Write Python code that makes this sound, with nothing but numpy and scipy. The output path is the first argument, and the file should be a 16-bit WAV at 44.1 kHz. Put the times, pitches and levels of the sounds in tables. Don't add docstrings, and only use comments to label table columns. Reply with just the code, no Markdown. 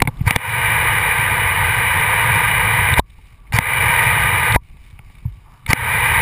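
import sys
import numpy as np
from scipy import signal
from scipy.io import wavfile

SR = 44100
rng = np.random.default_rng(int(sys.argv[2]) if len(sys.argv) > 2 else 0)


def attenuation_scalar(level_db):
    decades = np.asarray(level_db, float) / 20
    return 10 ** decades


def transcribe(u):
    v = np.clip(np.atleast_2d(u).T, -1, 1)
    q = np.round(v * 32767).astype(np.int16)
    wavfile.write(sys.argv[1], SR, q)


N = 273861

# centre_hz, width_hz, level_db
BOARDS = [(1600, 890, -14.5), (2295, 340, -1), (2960, 240, -8.5), (3720, 410, -11), (4700, 530, -18.5),
          (5300, 600, -18.5)]
# open_s, shut_s, full_flow_db, surge_after_s, surge_over_full_flow_db
SPRAYS = [
    (.262, 2.993, -15.5, 0.017, -2.5),
    (3.53, 4.561, -14.5, .035, -1),
    (5.68, 6.3, -14.5, 0.029, 4.5),
]
# time_s, suction_db, ring_db, final_ring_hz, ring_t60_s
SLAMS = [
    (2.994, -3.5, 0.5, 1015, 0.026),
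    (4.561, -2.5, -3.5, 967, 0.043),
]


def rms_one(x):
    return x / np.sqrt(np.mean(x ** 2) + 1e-20)


def ramp(points, levels):
    return np.interp(np.arange(N) / SR, points, levels)


def fading(s, tau):
    u = (np.arange(N) / SR - s) / tau
    return (u >= 0) * np.exp(-np.abs(u))


def drift(rate):
    r = np.exp(-2 * np.pi * rate / SR)
    noise = rng.standard_normal(N + SR)
    return rms_one(signal.lfilter([1], [1, -2 * r, r * r], noise)[SR:])


def resonate(modes, flicker_db):
    white, out = rng.standard_normal(N), 0
    together = drift(55.0) + 0.4 * drift(6.0)
    for k, (hz, width, db) in enumerate(modes):
        r = np.exp(-1.5 * np.pi * width / SR)
        section = [(1 - r * r) / 2, 0, (r * r - 1) / 2, 1, -2 * r * np.cos(2 * np.pi * hz / SR), r * r]
        gain = attenuation_scalar(db + flicker_db * (together + 0.83 * drift(13.0)))
        out = out + (-1) ** k * gain * signal.sosfilt([section, section], white)
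    return rms_one(out)


def drops(bustle_db):
    drops_per_s, spread_db = 250, 4.5
    sizes = attenuation_scalar(spread_db * np.minimum(rng.exponential(1, N), 4)) * rng.choice([-1, 1], N)
    falls = rng.random(N) < drops_per_s * attenuation_scalar(2 * bustle_db) / SR
    born = sizes * falls + 1e-18
    out, dealt = 0, rng.integers(0, 2, (len(BOARDS), N))
    for (hz, width, db), some in zip(BOARDS, dealt):
        r = np.exp(-np.pi * width / SR)
        poles = [1, -2 * r * np.cos(2 * np.pi * hz / SR), r * r]
        out = out + attenuation_scalar(db) * signal.lfilter([1 - r, 0, r - 1], poles, born * some)
    return rms_one(out)


def yard():
    # centre_hz, width_hz, level_db
    hum_modes = [(330, 200, -1.5), (550, 390, -11), (885, 620, 0), (1050, 40, -8), (1140, 18, 4.5),
                 (1250, 190, -7)]
    # centre_hz, width_hz, level_db
    hand_modes = [(26, 24, 7), (55, 37, -0.5), (111, 45, -1.5), (180, 95, -31)]
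    # centre_hz, width_hz, level_db
    case_hum = [(1146, 30, 0.1), (1000, 150, -14)]
    # centre_hz, width_hz, level_db
    rush_modes = [(920, 260, 2), (1250, 200, -4), (1550, 344, -7)]
    # start_s, end_s, drips_and_paws_db, far_hum_db, hand_rumble_db
    pauses = [
        (0, 0.258, -53, -46.5, -28.5),
        (2.998, 3.52, -57.5, -59, -43),
        (4.572, 5.677, -60, -60, -44.5),
    ]
    # time_s, level_db
    swell = [
        (5.44, -66),
        (5.47, -53.5),
        (5.63, -57),
        (5.68, -64),
    ]
    # time_s, level_db
    bustle = [(0, -5), (.17, 2.5), (3.03, -6.5), (3.08, 2), (3.33, 0), (3.42, -8), (3.5, -3), (4.6, -1),
              (4.66, 4.5), (4.76, 0.5), (4.86, 4.5), (4.97, -2), (5.19, 1), (5.3, -2), (5.43, -1),
              (5.48, 0), (5.6, -1)]

    t, drip, hum, hand = np.arange(N) / SR, 0, 0, 0
    bustle_db = ramp(*np.transpose(bustle))
    for start, end, drip_db, hum_db, hand_db in pauses:
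        gate = ramp([start - 0.006, start, end, end + 0.006], [0, 1, 1, 0])
        squeeze_db = 10.5 * fading(end + 0.0054, -0.017)
        jolt_db = 10 * fading(start - 0.006, 0.019)
        settle_db = 9 * fading(start, 0.15)
        drip = drip + gate * attenuation_scalar(drip_db + bustle_db)
        hum = hum + gate * attenuation_scalar(hum_db + squeeze_db)
        hand = hand + gate * attenuation_scalar(hand_db + jolt_db + settle_db + squeeze_db)
    s, db = np.transpose(swell)
    rush = (t > s[0]) * (t < s[-1]) * attenuation_scalar(ramp(s, db))
    tail = attenuation_scalar(-46) * sum(fading(slam[0], 0.046) for slam in SLAMS)

    patch_db = 0.9 + 1.0 * drift(4.0)
    floor = drip * attenuation_scalar(patch_db) * resonate(BOARDS, flicker_db=1.6)
    floor += hum * resonate(hum_modes, flicker_db=-1.0)
    floor += hand * attenuation_scalar(1.5) * resonate(hand_modes, flicker_db=2.5)
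    floor += rush * resonate(rush_modes, flicker_db=1.0)
    floor += tail * resonate(case_hum, flicker_db=-2.0)
    return floor + drip * attenuation_scalar(-8.5) * drops(bustle_db)


def knocks():
    # time_s, peak_db, rise_ms
    pushes = [(.021, 3, 3.9), (0.077, -2, 3.7), (0.083, -7, 6.4), (0.209, -4.5, 4.8), (2.919, -10, 9),
              (3.537, -7, 7.4), (3.554, -14, 7.8), (4.5152, -12, 7.2), (4.542, -14, 5.9), (4.926, -32, 7.8),
              (4.991, -30.5, 5.5), (5.102, -35, 3.1), (5.272, -19.5, 9.4), (5.689, -8, 9),
              (5.705, -8.5, 2.1)]
    # time_s, peak_db, rise_ms
    pulls = [(0.052, -7, 5.1), (0.266, -3, 7.5), (.309, -6, 3.1), (0.363, -1, 3.1), (3.589, 4.5, 2.2),
             (5.253, -10.5, 6.6), (5.291, -27, 29), (5.37, -33.5, 10.4), (5.733, -3, 2.6)]
    grip_hz, slack_ms = 135.3, 28
    out, t = np.zeros(N), np.arange(SR // 5) / SR
    for sign, rows in ((1, pushes), (-1, pulls)):
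        for s, db, rise_ms in rows:
            u = t * 1000 / rise_ms
            hz = grip_hz * np.exp(-rise_ms / slack_ms)
            swell = (u * np.exp(1 - u)) ** 2.05
            out[round(s * SR):][:len(t)] += sign * attenuation_scalar(db) * swell * np.sin(2 * np.pi * hz * t)
    return out


def clicks():
    # pitch_hz, t60_s, level_db, colour_group (0 body, 1 low, 2 high, 3 top)
    snap = [(2190, 0.0087, 1, 0), (1920, 0.014, -11, 2.5), (2610, 0.01, -14, 0.5), (3150, 0.012, -8, 2),
            (877, 0.019, 3.5, 1), (1330, 0.011, -10.5, 0), (506, 0.029, -6.5, 1), (256, 0.055, -4, 1),
            (3600, 0.0077, 3, 2), (4800, 0.0027, -19, 3)]
    # time_s, peak_db, rel_900_hz_db, rel_3700_hz_db, length_ms
    trigger = [(.0025, -13, -17, -27, 1.4), (0.0197, 1.5, -3.5, -11.5, 4.2), (0.051, -20, -2, -19, 6),
               (.074, -2, -6, -18, 2.5), (.081, -25, 11, -6, 8.5), (.2075, -29, -7, -24, 7.6),
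               (.308, 2.5, -14, -19, 2.8), (.361, 4.5, -5.5, -10, 2.4), (2.939, -8.5, -35, -3.5, 1.8),
               (2.9944, -18.5, -15, 2.5, 3.1), (3.523, -16.5, -10.5, -13, 2.9),
               (3.587, 3.5, -8.5, -16, 1.2), (4.523, -13, -26, 0, 2.3), (4.991, -29, -12, -24, 1.6),
               (5.663, -18, -22, -8.5, 3.3), (5.731, 5.5, -13, -21, 2.2)]
    # time_s, peak_db, rel_900_hz_db, rel_3700_hz_db
    claws = [(.037, -31, -1.5, -11), (.17, -44, -15, 1), (3.102, -46, -12.5, 3), (3.187, -57, 13, -8),
             (3.255, -46, -14, -7), (3.467, -45, -14, -20), (3.474, -45, -11, -17), (4.697, -43, -12, -10),
             (4.769, -44.5, -7, -8), (4.84, -44, -23, -6), (4.906, -48, -10, -2), (5.099, -43, -4, -20),
             (5.152, -41.5, -17, -9), (5.184, -45.5, -21, -7), (5.2517, -59, 16, -5), (5.324, -51, -13, -3)]
    claw_ms, claw_top_db = 4.9, -7

    out, t = np.zeros(N), np.arange(SR // 20) / SR
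    soft = (1 - np.exp(-t / 0.00023)) ** 2
    rows = []
    for s, db, low, high, ms in trigger:
        top = max(-19 + 0.9 * db, -33)
        rows.append((s, db, low, high, top, ms))
    rows += [(s, db, low, high, high + claw_top_db, claw_ms) for s, db, low, high in claws]
    for s, db, low_db, high_db, top_db, ms in rows:
        length_s = abs(ms) / 1000 + 1e-4
        contacts = rng.standard_normal(SR // 100) * np.exp(-(t[:SR // 100] / length_s) ** 4)
        contacts[:3] += 3.5
        colour_db, burst = (0, low_db, high_db, top_db), 0
        for hz, t60, mode_db, group in snap:
            ring = soft * attenuation_scalar(-60 * t / t60) * np.sin(2 * np.pi * hz * t)
            rung = np.convolve(contacts, ring)[:len(t)]
            burst = burst + attenuation_scalar(db + mode_db + colour_db[round(group)]) * rung / np.abs(rung).max()
        out[round(s * SR):][:len(t)] += burst
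    return out


def valve():
    out, t, lead = np.zeros(N), np.arange(SR // 10) / SR, SR // 50
    for s, suction_db, ring_db, hz, t60 in SLAMS:
        at = round(s * SR)
        out[at - lead:at] -= attenuation_scalar(suction_db) * np.exp(-t[lead:0:-1] / 0.0028)
        pitch = hz * (1 - 0.85 * np.exp(-t / 0.00092))
        out[at:][:len(t)] -= attenuation_scalar(ring_db - 60 * t / t60) * np.cos(2 * np.pi * np.cumsum(pitch) / SR)
        out[at:][:len(t)] += attenuation_scalar(suction_db - 6.5 - 60 * t / 0.12) * np.sin(2 * np.pi * 55 * t)
    return out


def valve_travel(edge_s):
    # time_s, level_db
    pressure = [(.5, 1), (1.3, -1.1), (1.8, -0.6), (2.3, 0.5), (2.7, 0.06), (3.9, 1.2), (4.3, -1.2),
                (6.2, 0.3)]
    # pinch_s, dip_db, last_spurt_s, spurt_db
    pinches = [
        (2.952, -8.5, 2.987, 4.5),
        (4.528, -3.5, 4.55, 7.5),
    ]
    crack_open_db, surge_fall_s, half_open_db, full_after_s = -15.5, 0.019, -5, 0.11
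    spit_db, spit_open_s, spit_shut_s = 17, 0.009, 0.0087
    pinch_s, spurt_s = 0.017, 0.0096

    gate, hiss_db = 0, ramp(*np.transpose(pressure))
    rumble_db, sputter_db = -8, -25
    for on, off, flow_db, surge_s, surge_db in SPRAYS:
        peak = on + surge_s
        times = [on, peak, peak + surge_fall_s, on + full_after_s]
        inside = ramp([on - edge_s, on, off, off + edge_s], [0, 1, 1, 0])
        gate = gate + inside
        opening_db = ramp(times, [crack_open_db, surge_db, half_open_db, 0])
        hiss_db = hiss_db + (inside > 0) * (flow_db + opening_db)
        rumble_db = rumble_db - 7 * fading(on - edge_s, 0.12)
        spit = fading(peak, spit_open_s)
        spit = spit + ramp([on - edge_s, on, peak, peak], [0, 1.1, 1, 0.031])
        spit = spit + fading(off + edge_s, -spit_shut_s - edge_s)
        sputter_db = sputter_db + spit_db * spit
    for pinch, dip_db, spurt, spurt_db in pinches:
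        hiss_db = hiss_db + ramp([pinch - pinch_s, pinch, pinch + pinch_s], [0, dip_db, 0])
        hiss_db = hiss_db + ramp([spurt - spurt_s, spurt, spurt + spurt_s / 2], [0, spurt_db, 0])
    return gate, hiss_db, rumble_db, sputter_db


def jet():
    # centre_hz, width_hz, level_db
    case_modes = [(479, 85, -10), (669, 85, -19), (931.5, 131, -0.5), (1217.5, 85, -5), (1554, 166, -3.5),
                  (1956, 223, -0.5), (2359, 172, 0), (2908, 140, -9.5), (3237, 265, -19.5),
                  (3514, 79, -18.5), (3765, 200, -16.5)]
    # centre_hz, width_hz, level_db
    sputter_modes = [(3980, 200, -9), (4500, 310, 6), (5330, 810, 2)]
    # centre_hz, width_hz, level_db
    hose_modes = [(44.3, 25.6, -5), (75, 45.5, -0.5), (111, 38.8, 4.5), (157, 64, -13.5),
                  (211.5, 31.5, -13.5), (333, 55, -20)]
    gate, hiss_db, rumble_db, sputter_db = valve_travel(edge_s=0.0061)
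    hiss = resonate(case_modes, flicker_db=0.09)
    top = attenuation_scalar(sputter_db - 9) * resonate(sputter_modes, flicker_db=1.4)
    hose = attenuation_scalar(rumble_db) * resonate(hose_modes, flicker_db=1.4)
    trapped_air = sum(fading(spray[0], 0.1) for spray in SPRAYS)
    spurts_db = 3 * drift(70) * trapped_air
    return gate * attenuation_scalar(hiss_db) * (attenuation_scalar(spurts_db) * (hiss + top) + hose)


def scene():
    return (yard() + knocks() + clicks() + valve() + jet())[None]


def gain_control():
    # time_s, depth_db
    ducks = [(0.023, 12), (0.3097, 7.5), (3, 11.5), (4.567, 9), (0.3663, 13.5), (3.5892, 12.5),
             (5.7344, 13.5)]
    attack_s, recover_s = 0.00069, 0.13
    t, db = np.arange(N) / SR, 0
    for s, depth_db in ducks:
        since = np.maximum(t - s, 0)
        db = db - depth_db * (1 - np.exp(-since / attack_s)) * np.exp(-since / recover_s)
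    return attenuation_scalar(db)


def low_pass(x):
    return signal.sosfilt(signal.butter(12, 16520, fs=SR, output="sos"), x)


def record(dry):
    slow = signal.resample_poly(dry * gain_control(), 40, 147, axis=1)
    slow = np.clip(slow, -0.86, 0.86)
    held = np.repeat(slow, 4, axis=1)
    held = signal.resample_poly(held, 147, 160, axis=1)[:, :N]
    top_cut = signal.ellip(10, 0.1, 28, 15230, fs=SR, output="sos")
    return low_pass(signal.sosfiltfilt(top_cut, held))


dry = scene()
out = record(dry)
transcribe(out)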